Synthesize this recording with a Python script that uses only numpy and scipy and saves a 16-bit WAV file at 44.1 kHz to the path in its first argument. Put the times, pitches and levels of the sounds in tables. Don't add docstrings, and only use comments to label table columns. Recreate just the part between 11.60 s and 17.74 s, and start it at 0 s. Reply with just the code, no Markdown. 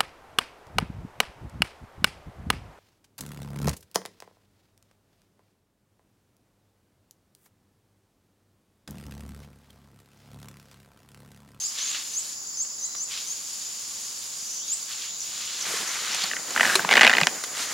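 import sys
import numpy as np
from scipy import signal
from scipy.fft import rfft, irfft, next_fast_len
from scipy.io import wavfile
from scipy.ndimage import uniform_filter1d, minimum_filter1d

SR = 44100
rng = np.random.default_rng(int(sys.argv[2]) if len(sys.argv) > 2 else 0)


def file_out(sig):
    cols = np.atleast_2d(sig).T
    lim = np.clip(cols, -1, 1)
    pcm = np.round(lim * 32767).astype(np.int16)
    wavfile.write(sys.argv[1], SR, pcm)


N = 270676
TIME = np.arange(N) / SR


def undb(db):
    return 10 ** (np.asarray(db) / 20)


def unit(x):
    return x / np.sqrt(np.mean(x ** 2))


def colour(x, spectrum):
    hz, db = np.transpose(spectrum)
    size = next_fast_len(N)
    f = np.maximum(np.fft.rfftfreq(size, 1 / SR), 1)
    gain = undb(np.interp(np.log(f), np.log(hz), db))
    return unit(irfft(rfft(x, size) * gain, size)[..., :N])


def wander(rate):
    count = int(TIME[-1] * rate) + 2
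    return 1.2 * np.interp(TIME * rate, np.arange(count), rng.standard_normal(count))


def swell(s, rise, fall):
    return np.exp(-((TIME - s) / np.where(TIME < s, rise, fall)) ** 2)


def widen(pair, side_db):
    return pair[0] + undb(side_db) * pair[1] * np.array([[1], [-1]])


def add(track, s, sound):
    i = max(int(s * SR), 0)
    track[i:i + len(sound)] += sound[:N - i]


def ring(t, hz, t60):
    return np.sin(2 * np.pi * hz * t) * undb(-60 * t / t60)


def burst(t, low_hz, high_hz, t60):
    band = signal.butter(2, [low_hz, high_hz], "band", fs=SR, output="sos")
    return unit(signal.sosfilt(band, rng.standard_normal(len(t)))) * undb(-60 * t / t60)


def tone(hz, envelope):
    return np.sqrt(2) * envelope * np.sin(2 * np.pi * np.cumsum(hz) / SR)


def impacts(rate, spread_db):
    size = undb(spread_db * np.minimum(rng.exponential(size=(2, N)), 5))
    return (rng.random((2, N)) < rate / SR) * size * rng.standard_normal((2, N))


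def leaf_echo(x, echo_db, t60):
    t = TIME[:SR // 3]
    scatter = rng.standard_normal((2, len(t))) * undb(-60 * t / t60) * (t > .003)
    scatter /= np.sqrt(np.sum(scatter ** 2, axis=1, keepdims=True))
    return x + undb(echo_db) * signal.fftconvolve(x[None], scatter, axes=1)[:, :N]


# frequency in Hz, relative level in dB.
HISS_TONE = [(2500, -13), (4500, 2), (6000, 5), (9000, 1.5), (10700, -2), (12000, -4.5), (14200, -11),
             (15500, -23)]
def hiss(gain):
    sputter = undb(.8 * wander(70))
    return widen(colour(rng.standard_normal((2, N)), HISS_TONE) * gain * sputter, side_db=-10.5)


# frequency in Hz, relative level in dB.
FINE_TONE = [(1200, -26), (2200, -6.5), (3000, 0), (4200, 0.5), (6000, -4), (9000, -20.5), (15000, -69)]
COARSE_TONE = [(150, -54), (450, -28.5), (850, -5.5), (1200, 3.5), (2100, 3), (3000, -8), (6000, -48)]
def patter(fine, coarse):
    small = colour(impacts(rate=9000, spread_db=2), FINE_TONE) * fine * undb(wander(45))
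    large = colour(impacts(rate=5000, spread_db=1), COARSE_TONE) * coarse * undb(wander(32))
    return widen(small, side_db=-22) + widen(large, side_db=-12)


# middle in seconds, half width in seconds, depth in dB.
HISS_DIPS = [(3.02, 0.037, -11), (3.53, 0.061, -14)]
# peak, rise and fall times in seconds, patter level in dB.
LEAF_PASSES = [(.195, 0.05, 0.22, -36.5), (.345, 0.12, 0.08, -35), (1.535, 0.042, 0.097, -36),
               (3.315, 0.036, 0.056, -37), (3.43, 0.079, 0.12, -40), (3.87, 0.23, 0.36, -37.5),
               (4.17, 0.22, 0.13, -40)]
def sprayer(shuts_s=0.728, opens_s=1.46, nozzle_db=-42, grass_db=-47, drip_db=-56.5):
    flow = np.interp(TIME, [shuts_s, shuts_s + 0.041, opens_s, opens_s + 0.056], [1, 0, 0, 1])
    flow *= undb(sum(db * swell(s, width, width) for s, width, db in HISS_DIPS))
    leaf_power = sum((undb(db) * swell(s, rise, fall)) ** 2 for s, rise, fall, db in LEAF_PASSES)
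    grass_power = (flow * undb(grass_db)) ** 2 + undb(drip_db) ** 2
    fine = np.sqrt(leaf_power + grass_power)
    coarse = np.sqrt(leaf_power * undb(-12.5) ** 2 + grass_power * undb(-14) ** 2)
    return hiss(flow * undb(nozzle_db)) + patter(fine, coarse)


def buzz(hz, width):
    size = next_fast_len(N)
    offset = (np.fft.rfftfreq(size, 1 / SR) - hz) / (1.07 * width)
    band = 1 / (1 + offset ** 2) ** 2
    return unit(irfft(rfft(rng.standard_normal((2, size))) * band)[:, :N])


# pitch in Hz, rough band width in Hz, level in dB, rough pulses per second.
SHRILL_BANDS = [(4690, 260, -51.5, 37), (5230, 880, -45.5, 35), (6460, 750, -44, 26), (6974, 420, -40, 140),
                (7540, 440, -50.5, 86), (10520, 1000, -54, 60), (15100, 1700, -57, 45)]
# start and length in seconds, pitch and rough band width in Hz, level in dB.
LONE_INSECTS = [(0, 0.15, 5020, 550, -39), (2.79, 0.31, 6140, 650, -37.5)]
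def insects_and_high_hiss():
    out = sum(buzz(hz, width) * undb(db + 1.35 * wander(2 * rate) + .6 * wander(3.06))
              for hz, width, db, rate in SHRILL_BANDS)
    for s, length, hz, width, db in LONE_INSECTS:
        out += buzz(hz, width) * undb(db) * np.sin(np.pi * np.clip((TIME - s) / length, 0, 1))
    return widen(out, side_db=-5)


# frequency in Hz, relative level in dB.
AIR_TONE = [(25, -16), (50, -18), (80, 2), (125, -3.5), (200, 2), (350, -2), (700, -2), (1150, 1),
            (1500, -3), (2500, -8), (4000, -6), (8500, -19.5), (13000, -12), (15500, -18)]
def air(level_db=-53.5):
    middle = colour(rng.standard_normal(N), AIR_TONE)
    side = colour(rng.standard_normal(N), AIR_TONE)
    side = signal.sosfilt(signal.butter(1, 350, "high", fs=SR, output="sos"), side)
    return widen([middle, side], side_db=3) * undb(level_db + 0.14 * wander(5.6))


# start and length in seconds, first pitch, last pitch and sag in Hz, level in dB.
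BIRD_CHIRPS = [(.003, 0.07, 6560, 8000, 382, -27.5), (0.183, 0.076, 5830, 7660, -130, -29),
               (0.255, 0.063, 6490, 7900, 294, -28.5), (0.536, 0.064, 6180, 8200, 53, -25.5),
               (.972, 0.065, 6190, 8050, 86, -25.5), (1.211, 0.055, 6000, 8000, 5, -27.5),
               (1.362, 0.084, 5800, 8140, 37, -29.5), (1.667, 0.073, 6140, 7400, 3, -31),
               (3.081, 0.065, 6570, 8540, -19, -24)]
def bird_chirps():
    out = np.zeros(N)
    for s, length, start_hz, end_hz, sag_hz, db in BIRD_CHIRPS:
        progress = np.linspace(0, 1, int(length * SR))
        hz = start_hz + (end_hz - start_hz) * progress ** 2.6 - sag_hz * np.sin(np.pi * progress)
        envelope = np.interp(progress, [0, .15, .68, .88, 1], [0.52, 0.33, 0.9, 0.76, 0.36])
        tremble = undb(0.84 * wander(246)[:len(progress)])
        add(out, s, undb(db) * tone(hz, envelope * tremble))
    return leaf_echo(out, echo_db=-5, t60=0.3)


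# start in seconds, level in dB, pitch in Hz.
BIG_DROPS = [(0.186, -24.5, 3560), (.346, -23, 2950), (.36, -46, 1480), (3.316, -33, 3500),
             (3.434, -35, 3200)]
def splats():
    out, t = np.zeros(N), TIME[:SR // 20]
    for s, db, hz in BIG_DROPS:
        splash = 0.42 * burst(t, hz / 2, hz * 1.4, t60=0.11)
        add(out, s, undb(db) * (splash + 0.86 * ring(t, hz, 0.018)))
    return out


# start in seconds, relative ring level in dB, ring pitch in Hz, snap level in dB.
PART_CLICKS = [(1.049, -52, 1140, -41), (1.349, -46, 1190, -35), (4.546, -33, 2640, -22),
               (4.638, -24.5, 4420, -22), (4.906, -30.5, 6860, -29), (5.154, -15, 4080, -10.5),
               (5.8379, -41, 2000, -22.5)]
def clicks():
    out, t = np.zeros(N), TIME[:SR // 15]
    for s, ring_db, hz, snap_db in PART_CLICKS:
        snap = burst(t, 490, 7100, t60=0.041) * (1 - np.exp(-t / 0.0002))
        ping = 2 * ring(t, hz, 0.036) * (1 - np.exp(-t / 0.00019))
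        add(out, s, undb(ring_db) * ping + undb(snap_db) * snap)
    return leaf_echo(out, echo_db=-29, t60=0.11)


# start and length in seconds, first and last pitch in Hz, level in dB, flutter in Hz.
THIN_WHISTLES = [(1.17, 0.25, 3850, 4080, -54, 140), (1.186, 0.2, 1930, 2040, -64, 70),
                 (2.98, .16, 2800, 3900, -47.5, 220), (3.42, 0.16, 2600, 3950, -47, 220)]
def whistles():
    out = np.zeros(N)
    for s, length, start_hz, end_hz, db, flutter_hz in THIN_WHISTLES:
        progress = np.linspace(0, 1, int(length * SR))
        hz = end_hz + (start_hz - end_hz) * (1 - progress) ** 2.2
        hz += flutter_hz * wander(1500)[:len(progress)]
        add(out, s, undb(db) * tone(hz, np.sqrt(np.abs(np.sin(np.pi * progress)))))
    return leaf_echo(out, echo_db=-1, t60=.22)


# frequency in Hz, relative level in dB.
CLOTH_TONE = [(40, -38), (100, -2), (170, 8), (450, 11.5), (800, 12), (2000, -8)]
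# peak, rise and fall times in seconds, then the levels in dB
GRASS_STRIDES = [(4.125, 0.1, 0.15, -34, -35, -35.5, -44.5), (4.35, 0.1, 0.13, -39, -36.5, -38, -69),
                 (4.62, 0.23, 0.097, -41, -30.5, -37, -53), (5.12, 0.17, 0.076, -31, -30, -32.5, -34),
                 (5.451, 0.42, 0.26, -54, -38, -35, -37.5), (6.02, 0.069, 0.044, -35, -32, -36, -41),
                 (6.13, 0.079, .08, -40, -37, -37.5, -40)]
def wading(start_s=3.57, build_s=0.95, swish_db=-45, cloth_db=-48.5):
    power = np.zeros((4, N))
    for s, rise, fall, *dbs in GRASS_STRIDES:
        power += (undb(dbs)[:, None] * swell(s, rise, fall)) ** 2
    blades, leaves, stalks, cloth = np.sqrt(power)
    walking = np.clip((TIME - start_s) / build_s, 0, 1)
    grass = hiss(blades) + patter(leaves, np.hypot(stalks, walking * undb(swish_db)))
    rub = colour(impacts(rate=1500, spread_db=-3), CLOTH_TONE)
    rub *= np.hypot(cloth, walking * undb(cloth_db)) * undb(2.6 * wander(30))
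    return grass + widen(rub, side_db=-12)


# start in seconds, level in dB.
BIRD_TICKS = [(3.602, -28), (4.007, -25.5), (4.274, -26), (4.529, -27)]
def bird_ticks(gap_s=.014):
    out, progress = np.zeros(N), np.linspace(0, 1, int(0.01 * SR))
    tick = tone(7000 - 2000 * progress, np.sin(np.pi * progress) * (1 - .5 * progress))
    for s, db in BIRD_TICKS:
        for delay in (0, gap_s):
            add(out, s + delay, undb(db) * tick)
    return leaf_echo(out, echo_db=-5, t60=0.3)


# start in seconds, relative level in dB, pitch in Hz, fade time in seconds.
DULL_BUMPS = [(4.138, -17.5, 443, 0.019), (4.633, -33, 191, 0.058), (5.155, -22.5, 383, 0.095),
              (5.25, -19, 187, 0.039), (5.618, -18.5, 163, 0.076)]
def bumps():
    out, t = np.zeros(N), TIME[:SR // 4]
    for s, db, hz, t60 in DULL_BUMPS:
        push = (1 - np.exp(-t * hz)) ** 2
        add(out, s, 1.72 * undb(db) * ring(t, hz, t60) * push)
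    return out


# pitch in Hz, fade time in seconds, relative level in dB.
TANK_NOTES = [(239.5, 0.13, -24.5), (380, 0.043, -35), (602, 0.056, -20.5), (738, 0.067, -21.5),
              (840, 0.01, -17), (979, 0.15, -39), (1576, 0.039, -12), (1998, 0.11, -22.5),
              (2490, 0.066, -19), (2884, 0.014, -6)]
# time in seconds, relative crack level in dB.
STRAP_STRAIN = [(4.72, -16), (5.03, -15.5), (5.2, -39), (5.3, -3), (5.44, -4), (5.58, -4.5), (5.66, 6.5)]
def slip(s, hz):
    t = TIME[:SR // 7]
    crack_db = np.interp(s, *np.transpose(STRAP_STRAIN))
    slide = (1 - np.exp(-t / 0.00058)) * np.exp(-(t / 0.0029) ** 2)
    chance = rng.standard_normal((len(TANK_NOTES), 2))
    lower_hz, upper_hz = hz * (np.array([.76, 1.6]) + 0.1 * chance[0])
    overtone = 0.45 * undb(0.18 * crack_db) * ring(t, upper_hz, 0.045)
    squeak = (ring(t, hz, 0.066) + 0.22 * ring(t, lower_hz, 0.075) + overtone) * slide
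    crack = burst(t, 1330, 5160, t60=0.011)
    rasp = burst(t, 505, 2380, t60=0.04)
    tank = np.zeros(len(t))
    for k, ((note_hz, t60, db), (detune, louder)) in enumerate(zip(TANK_NOTES, chance)):
        note = ring(t, note_hz * (1 + 0.0041 * detune), t60) * undb(db + 2.5 * louder)
        tank += (-1) ** k * note
    hardness = undb(0.5 * min(crack_db, -6))
    return 2.59 * squeak + 1.4 * undb(crack_db) * crack + hardness * (2.52 * tank + 0.98 * rasp)


# start in seconds, relative level in dB, pitch in Hz.
HARD_SLIPS = [(4.713, -23.5, 1830), (4.734, -25, 1760), (4.766, -24.5, 1905), (4.962, -17.5, 1470),
              (4.976, -16, 1780), (4.997, -15, 1390), (5.008, -8, 1860), (5.031, -15, 1850),
              (5.053, -13, 1700), (5.098, -16, 1580), (5.194, -16, 1540), (5.248, -16.5, 980),
              (5.29, -18, 2140), (5.311, -13, 2120), (5.321, -13, 2280), (5.328, -14, 2180),
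              (5.338, -15.5, 1750), (5.355, -12, 1880), (5.369, -11.5, 2340), (5.376, -8.5, 1870),
              (5.394, -15, 1750), (5.41, -8, 1930), (5.416, -7.5, 1760), (5.432, -9, 1750),
              (5.44, -15, 1940), (5.448, -10, 2060), (5.467, -8.5, 2350), (5.476, -9.5, 2520),
              (5.496, -11.5, 1800), (5.535, -14.5, 1890), (5.569, -18, 2420), (5.583, -13.5, 1890),
              (5.603, -21.5, 2030), (5.613, -14, 1980), (5.633, -19, 2530), (5.67, -17, 1800)]
# start and end in seconds, slips per second, relative level in dB, pitch in Hz.
SLIP_RUNS = [(5.038, 5.15, 115, -22.5, 1620), (5.304, 5.396, 85, -22, 2100),
             (5.421, 5.466, 120, -16.5, 1844), (5.504, 5.553, 90, -19, 1870)]
def harness(most_per_run=13):
    out = np.zeros(N)
    for s, db, hz in HARD_SLIPS:
        add(out, s, undb(db) * slip(s, hz))
    for start, end, rate, db, hz in SLIP_RUNS:
        for k, (late, louder, higher) in enumerate(rng.standard_normal((most_per_run, 3))):
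            s = start + (k + .2 * late) / rate
            if s < end:
                add(out, s, undb(db + 1.5 * louder) * slip(s, hz * (1 + .07 * higher)))
    bass_cut = signal.butter(3, 230, "high", fs=SR, output="sos")
    return leaf_echo(signal.sosfilt(bass_cut, out), echo_db=-18.5, t60=0.24)


def scene():
    wearer = sprayer() + splats() + clicks() + wading() + bumps() + harness()
    return wearer + bird_chirps() + bird_ticks() + whistles() + insects_and_high_hiss() + air()


def record(dry):
    dry = signal.sosfilt(signal.butter(2, 45, "high", fs=SR, output="sos"), dry)
    reaction = int(0.00055 * SR)
    gain = np.minimum(1, 1 / (np.abs(dry).max(axis=0) + 1e-9))
    held = dry * uniform_filter1d(minimum_filter1d(gain, reaction), reaction)
    return signal.sosfilt(signal.ellip(10, .2, 70, 15800, fs=SR, output="sos"), held)


dry = scene()
out = record(dry)
file_out(out)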